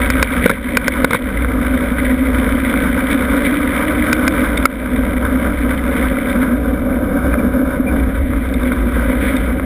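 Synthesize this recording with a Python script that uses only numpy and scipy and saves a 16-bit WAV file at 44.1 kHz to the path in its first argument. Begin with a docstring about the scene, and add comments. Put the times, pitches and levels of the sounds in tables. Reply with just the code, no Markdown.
"""A mountain bike rolls along a paved lane, heard from a small camera clamped to its frame.
From the start the road shakes camera and frame, tyres hum and crunch on grit, and the chain purrs.
The chain clacks across the cogs in the first second or so, again after 4 s, then slams into top gear.
From about 6.5 s the rider coasts, and the brake disc squeaks faintly. Throughout, the camera turns
itself down after loud clacks, and its 12 kHz stepped output adds a glassy fizz."""
import sys
import numpy as np
from scipy import signal
from scipy.fft import rfft, irfft
from scipy.io import wavfile
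from scipy.ndimage import uniform_filter1d

SR = 44100
rng = np.random.default_rng(int(sys.argv[2]) if len(sys.argv) > 2 else 0)


def bounce(signal):
    """Save signal as a 16-bit WAV file at the path given by the first command-line argument."""
    frames = np.transpose(np.atleast_2d(signal))
    limited = np.clip(frames, -1, 1)
    pcm = np.round(limited * 32767).astype(np.int16)
    wavfile.write(sys.argv[1], SR, pcm)


N = 425565
TIME = np.arange(N) / SR

# Levels in the tables are relative: the mix and the camera change them further.
# how hard the camera shakes on its mount: t/s, level/dB
CAMERA_SHAKE = [(0, -18), (.25, -16.5), (.4, -21.5), (1.15, -27.5), (1.52, -17), (1.8, -22), (2.3, -18),
                (3.0, -22.5), (3.75, -29), (4.1, -21), (4.7, -24.5), (5.25, -20.5), (5.95, -20),
                (6.25, -25), (6.9, -19), (7.85, -22), (8.05, -17), (9.65, -20.5)]
# the pavement under the tyres: t/s, frame drone level/dB, grit level/dB
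PAVEMENT = [(0, -20.5, -24), (.25, -18.5, -26), (.65, -20.5, -28), (1.0, -19, -27), (1.28, -22.5, -33),
            (1.5, -19, -28), (2.2, -19, -28), (3.1, -18, -25.5), (4.2, -17.5, -24), (5.2, -18.5, -29.5),
            (5.7, -18, -27), (6.55, -17, -27.5), (6.8, -18, -31.5), (7.3, -16, -27), (7.95, -17.5, -30),
            (8.1, -21.5, -33.5), (8.45, -22, -33.5), (9.35, -18, -27), (9.65, -19.5, -36.5)]
# hum of the tyre knobs: t/s, f/Hz, level/dB
TYRE_HUM = [(0, 235, -40), (1.8, 254.4, -25), (3.2, 275.9, -22), (3.8, 297, -20.5), (4.2, 312, -23),
            (5.2, 296, -42.5), (7.5, 276, -28.5), (9.65, 264.5, -32)]
# the brake disc grazes its pad: t/s, level/dB, f/Hz, length/s
BRAKE_SQUEAKS = [(7.332, -34, 2346, .05), (7.392, -26, 2340, 0.026), (7.884, -25.5, 2340, 0.064),
                 (8, -31, 2280, 0.029), (8.76, -30.5, 352, 0.68)]
# the tyres meet stones and cracks: t/s, level/dB
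ROAD_BUMPS = [(1.259, -28), (1.447, -14.5), (1.984, -16.5), (2.7404, -12), (6.170, -17), (7.341, -14),
              (8.335, -20), (8.720, -14), (9.598, -16.5)]
# light ticks of chain and cables: t/s, level/dB
LIGHT_TICKS = [(3.113, -22), (3.13, -22), (3.368, -25), (3.458, -23), (4.576, -14.5), (4.962, -30),
               (6.303, -28), (8.49, -30), (8.541, -24.5), (8.633, -27), (8.729, -31), (9.367, -21.5)]
# pedalling pace, which climbs within a gear and drops at a change: t/s, speed/(links per s)
CHAIN_SPEED = [(0, 66), (1.05, 64), (1.2, 61), (2.0, 62.5), (3.3, 65.3), (4.55, 73), (4.7, 68.3), (6.4, 69)]
# chain rattle, hushed while coasting and shaken again by rough ground: t/s, level/dB
CHAIN_RATTLE = [(0, -24), (.3, -29), (1.0, -28.5), (1.3, -33.5), (2.0, -30.5), (2.7, -28.5), (3.45, -27.5),
                (4.3, -28), (5.1, -34), (6.05, -31), (6.4, -33.5), (6.7, -36.5), (7.7, -37), (8.2, -32.5),
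                (8.9, -30.5), (9.3, -24), (9.65, -34.5)]
# the chain rubs its guide: t/s, length/s, level/dB
GUIDE_RASPS = [(1.99, .06, -26), (2.68, .12, -27), (3.12, .08, -22.5), (3.46, .10, -24.5), (6.3, .08, -29),
               (9.27, .16, -25)]
# the chain changes gear: t/s, length/s, scrape level/dB, frame shudder level/dB
GEAR_SHIFTS = [(0.49, 0.19, -16, -12), (1.141, 0.11, -16, -13.5)]
# bright snaps of the chain climbing between cogs: t/s, level/dB, main ring f/Hz, thud level/dB
CHAIN_CLACKS = [(.1025, -6.5, 1500, -14), (.2278, -3, 1520, -35), (.7715, -1.5, 1500, -12),
                (.8812, -2.5, 1540, -20), (4.130, -4, 1490, -21), (4.2795, -4, 1550, -30)]
# duller knocks of the chain dropping onto a cog: t/s, level/dB, main ring f/Hz, thud level/dB
CHAIN_KNOCKS = [(.4595, -2, 1480, 3), (.4755, -8, 1600, -18), (.495, 1.5, 1370, -6), (.501, 0.5, 1490, 1),
                (.512, -5, 1660, -11), (.534, -20, 1580, -26), (1.045, -1, 1510, -1.5),
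                (1.1075, -6.5, 1310, -4), (1.1315, -3.5, 1480, -15), (1.1445, -5.5, 1150, -23),
                (1.149, -6.5, 1430, -5.5)]

# A mode is a pitch at which a part likes to ring; the wider it is, the sooner it dies away.
# All the mode tables list: f/Hz, width/Hz, level/dB
MOUNT_MODES = [(29.5, 27, -11), (58, 49, 2), (87, 38, -5)]  # the camera's clamp
FRAME_MODES = [(152, 63, -18.5), (197.5, 49.4, -9), (251, 35.5, 1.5), (285.8, 57, -7), (350, 52, -19.5),
               (453, 62, -16.5), (540.7, 133, -11.5), (747, 58, -22.5)]  # the frame tubes
GRIT_MODES = [(984, 103, -3.5), (1255, 360, -2.5), (1522, 240, 0.5), (2245, 184, -9.5), (2960, 230, -26.5),
              (3603, 250, -21), (5280, 2100, -36)]  # tyres on small stones
FORK_MODES = [(540, 190, 0), (1100, 250, -2), (2100, 140, 1), (2280, 230, -7.5), (3420, 540, -21)]  # fork and wheel
THUD_MODES = [(200, 180, 7.5), (310, 180, -14), (503, 136, 7)]  # the jolted frame
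TICK_MODES = [(2220, 250, 8.5), (3640, 230, 5.5), (4500, 250, -16), (5230, 720, -17.5)]  # lightly touched metal
CHAIN_MODES = [(1660, 154, -1), (2040, 373, 2), (2273, 240, 0), (3090, 330, -12), (3507, 557, -11.5),
               (4470, 230, -33), (5530, 820, -37)]  # the chain's links
CLACK_MODES = [(536, 100, 2.5), (1080, 360, -7), (2050, 320, -3), (2380, 180, -2.5), (2900, 1400, -20),
               (3820, 220, -13.5), (4470, 120, -16.5), (5040, 210, -11.5), (5520, 420, -18.5)]  # cogs as the chain climbs
KNOCK_MODES = [(510, 90, -11), (1024, 310, -7), (2100, 230, -6), (2220, 230, -7), (3660, 560, -17),
               (5300, 1200, -32)]  # cogs as the chain drops
SLAM_MODES = [(290, 200, -7.5), (520, 240, -10), (1340, 220, 4.5), (2200, 180, 0.5), (3780, 450, -19),
              (4900, 1000, -21)]  # top gear hit by the tight chain


def gain_of(db):
    """Turns decibels into a number to multiply a sound by."""
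    return 10 ** (np.asarray(db) / 20)


def evened(x):
    """Scales a signal to an average strength (rms) of 1."""
    return x / np.sqrt(np.mean(x ** 2) + 1e-20)


def curves(table):
    """Joins a table's points with straight lines in time, one curve per value column."""
    times, *columns = np.transpose(table)
    return [np.interp(TIME, times, column) for column in columns]


def add(mix, t, sound):
    """Mixes a sound in, starting at t seconds."""
    part = mix[max(round(t * SR), 0):][:len(sound)]
    part += sound[:len(part)]


def swell(t, length):
    """A smooth rise and fall centred on t seconds."""
    return np.cos(np.pi * np.clip((TIME - t) / length, -.5, .5)) ** 2


def wander(rate_hz, size=32768):
    """A smooth random drift of strength 1, mostly slower than rate_hz."""
    hz = np.fft.rfftfreq(size, N / SR / size)
    coarse = irfft(rfft(rng.standard_normal(size)) / (1 + (hz / rate_hz) ** 4), size)
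    return np.interp(TIME, np.linspace(0, N / SR, size), evened(coarse))


def grains(per_s, spread_db):
    """Tiny random hits of uneven size."""
    sizes = gain_of(spread_db * np.minimum(rng.exponential(1, N), 4))
    return evened(sizes * rng.choice([-1, 1], N) * (rng.random(N) < per_s / SR))


def ring(x, modes, size=16384):
    """Lets x shake a part that rings at these modes."""
    hz = abs(np.fft.fftfreq(size, 1 / SR))
    power = sum(gain_of(db) ** 2 / (1 + (2 * (hz - f) / width) ** 2) ** 2 for f, width, db in modes)
    log_gain = np.log(power + 1e-10) / 2
    spectrum = np.exp(np.conj(signal.hilbert(log_gain)))  # rings only after a hit, never before
    response = np.fft.ifft(spectrum).real
    return signal.oaconvolve(x, response[:size // 2])[:len(x)]


def strike(modes, contact_s, size=2048):
    """A quick scatter of touches rings a part; its loudest 3 ms have strength 1."""
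    age = np.arange(size) / SR / contact_s
    contact = age * np.exp(1 - 2 * age)
    spectrum = rfft(contact * rng.standard_normal(size))
    flat = spectrum / (abs(spectrum) + 1e-12)  # a hard hit feeds all modes alike
    force = irfft(flat, size) * np.sqrt(contact)
    sound = ring(force, modes, size)
    return sound / np.sqrt(uniform_filter1d(sound ** 2, size=132).max())


def blow(db, modes, contact_s, thud_db):
    """One blow rings the metal and sends a thud through the frame."""
    metal = gain_of(db) * strike(modes, contact_s)
    return metal + gain_of(thud_db) * strike(THUD_MODES, contact_s=0.00094)


def mount_rumble(level_db, sway_hz=60, usual_db=-21):
    """The road rocks the camera on its clamp; a rumble follows the shaking only partly."""
    turns = np.cumsum(sway_hz * (1 + 0.0546 * wander(rate_hz=11.2))) / SR
    sway = evened(np.sin(2 * np.pi * turns) * gain_of(2.04 * wander(rate_hz=10)))
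    rumble = evened(ring(rng.standard_normal(N), MOUNT_MODES))
    rumble_db = -25 + 0.39 * (level_db - usual_db)
    return gain_of(level_db - 2.5) * sway + gain_of(rumble_db) * rumble


def frame_drone(level_db):
    """Rough pavement drums on the frame tubes."""
    return gain_of(level_db + 0.27) * evened(ring(grains(per_s=3000, spread_db=3), FRAME_MODES))


def tyre_hum(waver=0.022, flutter_db=4):
    """Knobs slap the road in a wavering hum that climbs with speed, with a ragged octave above it."""
    hz, level_db = curves(TYRE_HUM)
    turns = np.cumsum(hz * (1 + waver * wander(rate_hz=30.16))) / SR
    octave = np.sin(2 * np.pi * (2 * turns + .25 * wander(rate_hz=45)))
    hum = np.sin(2 * np.pi * turns) + gain_of(-12) * octave
    return gain_of(level_db) * evened(hum * gain_of(flutter_db * wander(rate_hz=14)))


def grit(level_db, flutter_db=1.7):
    """Small stones crunch under the tyres."""
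    crunch = grains(per_s=2500, spread_db=3) * gain_of(flutter_db * wander(rate_hz=12.7))
    return gain_of(level_db) * evened(ring(crunch, GRIT_MODES))


def pebbles(grit_db, per_s=45):
    """Larger grains pop out from under the tyres."""
    sizes = np.sign(rng.standard_normal(N)) * rng.uniform(0.29, 1, N)
    pops = sizes * (rng.random(N) < per_s / SR)
    return gain_of(grit_db - 13) * evened(ring(pops, GRIT_MODES))


def brake_squeaks(waver=0.023):
    """The brake disc grazes its pad, making unsteady chirps and a faint moan."""
    out, drift = np.zeros(N), wander(rate_hz=140)
    for t, db, hz, length in BRAKE_SQUEAKS:
        pitch = hz * (1 + waver * drift[abs(TIME - t) < length / 2])
        tone = np.sqrt(2) * np.sin(2 * np.pi * np.cumsum(pitch) / SR)
        add(out, t - length / 2, gain_of(db) * np.hanning(len(tone)) * tone)
    return out


def ticks(early_s=0.00197):
    """Light touches of chain and cables ring only high modes."""
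    out = np.zeros(N)
    for t, db in LIGHT_TICKS:
        add(out, t - early_s, gain_of(db) * strike(TICK_MODES, contact_s=0.0024))
    return out


def bumps(early_s=0.00111):
    """Stones and cracks ring the fork; a harder hit also thuds harder."""
    out = np.zeros(N)
    modes = FORK_MODES + [(1480, 340, 5)]  # add the strongest mode
    for t, db in ROAD_BUMPS:
        add(out, t - early_s, blow(db, modes, contact_s=0.0016, thud_db=db - 6))
    return out


def pedalling(coast_s=6.5, ease_off_s=0.18, teeth=44):
    """Legs push in turn until the rider coasts: gives pull (0 to 1), links passed and push (-1 to 1)."""
    pull = np.clip((coast_s - TIME) / ease_off_s + .5, 0, 1)
    links = np.cumsum(curves(CHAIN_SPEED)[0]) / SR
    pushes = 2 * links / teeth  # two for each turn of the front cog
    return pull, links, pull * np.cos(2 * np.pi * (pushes - 0.016))


def chain_purr(level_db, pull, links):
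    """Loose links jingle in uneven bursts; under pull each one also snaps onto its tooth."""
    link_phase = (links + .09 * wander(rate_hz=25)) % 1
    snaps = 2.8 * pull * np.exp(-link_phase / 0.21)
    jingle = grains(per_s=5000, spread_db=2) * (1 + snaps)
    bursts_db = 2.1 * wander(rate_hz=40) + .7 * wander(rate_hz=8.8)
    return gain_of(level_db) * evened(ring(jingle * gain_of(bursts_db), CHAIN_MODES))


def rolling(push_road_db=0.62, push_chain_db=1.25, uneven_db=0.97):
    """The steady ride: each pedal push presses the tyres on the uneven road and tightens the chain."""
    drone_db, grit_db = curves(PAVEMENT)
    shake_db = curves(CAMERA_SHAKE)[0]
    chain_db = curves(CHAIN_RATTLE)[0]
    pull, links, push = pedalling()
    load_db = push_road_db * push + uneven_db * wander(rate_hz=9)
    shaking = mount_rumble(shake_db) + frame_drone(drone_db + load_db)
    tyres = tyre_hum() + grit(grit_db + load_db) + pebbles(grit_db + load_db)
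    return shaking + tyres + chain_purr(chain_db + push_chain_db * push, pull, links)


def chain_rasps():
    """The sides of the chain rub its guide in short, coarse rasps."""
    rub = evened(ring(grains(per_s=900, spread_db=2.5), CHAIN_MODES))
    return rub * sum(gain_of(db) * swell(t, length) for t, length, db in GUIDE_RASPS)


def gear_scrapes():
    """The chain drags over the cog teeth in a short swell that shakes the frame."""
    scrape = evened(ring(grains(per_s=3000, spread_db=6), CHAIN_MODES))
    shudder = evened(ring(grains(per_s=1500, spread_db=1.5), THUD_MODES))
    out = np.zeros(N)
    for t, length, scrape_db, shudder_db in GEAR_SHIFTS:
        out += swell(t, length) * (gain_of(scrape_db) * scrape + gain_of(shudder_db) * shudder)
    return out


def chain_blows(table, modes, main_width_hz, main_db, contact_s, early_s=0.001085, scatter_db=1.5):
    """The chain hits the cogs; each cog adds its own main ring, and each spot favours other modes."""
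    out = np.zeros(N)
    for t, db, main_hz, thud_db in table:
        struck = [(hz, width, mode_db + scatter_db * rng.standard_normal())
                  for hz, width, mode_db in modes]
        struck.append((main_hz, main_width_hz, main_db))
        add(out, t - early_s, blow(db, struck, contact_s, thud_db))
    return out


def chain_slam(start_s=4.6539):
    """The tight chain slams into top gear with one hard, ringing blow."""
    out = np.zeros(N)
    add(out, start_s, gain_of(5) * strike(SLAM_MODES, contact_s=0.0023))
    return out


def scene():
    """Everything reaches the camera through the frame, so there is no echo."""
    clacks = chain_blows(CHAIN_CLACKS, CLACK_MODES, main_width_hz=192, main_db=4, contact_s=0.0016)
    knocks = chain_blows(CHAIN_KNOCKS, KNOCK_MODES, main_width_hz=250, main_db=1.5, contact_s=0.0041)
    ride = gain_of(0.94) * rolling()
    gears = gear_scrapes() + chain_rasps() + clacks + knocks + chain_slam()
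    return (ride + gears + bumps() + ticks() + brake_squeaks())[None]


def limiter(x, threshold_db=-11, ratio=6, fall_db_per_s=50, attack_s=0.007, window_s=0.0079):
    """Turns loud sound down within milliseconds, then creeps back up."""
    power_db = 10 * np.log10(abs(uniform_filter1d(x ** 2, int(window_s * SR))) + 1e-12)
    fall_db = TIME * fall_db_per_s
    peak_db = np.maximum.accumulate(power_db + fall_db) - fall_db  # jumps up, sinks slowly
    cut_db = np.maximum(peak_db - threshold_db, 0) * (1 - 1 / ratio)
    smoothing = np.exp(-1 / (attack_s * SR))
    return x / gain_of(signal.lfilter([1 - smoothing], [1, -smoothing], cut_db))


def low_pass(x, hz):
    """Sharply cuts away everything above hz."""
    return signal.oaconvolve(x, signal.firwin(301, hz, window=("kaiser", 8), fs=SR), "same")


def record(dry, camera_rate_hz=12000, top_hz=15200):
    """The camera cuts the deepest bass, limits and clips; its stepped output adds a high fizz."""
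    heard = signal.sosfilt(signal.butter(4, 19, "highpass", fs=SR, output="sos"), dry[0])
    clipped = np.clip(limiter(heard), -1, 1)
    band = low_pass(clipped, camera_rate_hz * .48)
    # holding each sample as a step mirrors the sound around the camera's rate and softens the highs
    mirrored = band * (1 + 2 * np.cos(2 * np.pi * camera_rate_hz * TIME))
    softening = np.sinc(np.fft.rfftfreq(N, 1 / SR) / camera_rate_hz)
    stepped = irfft(rfft(mirrored) * softening, N)
    return low_pass(stepped, top_hz)[None]


dry = scene()
out = record(dry)
bounce(out)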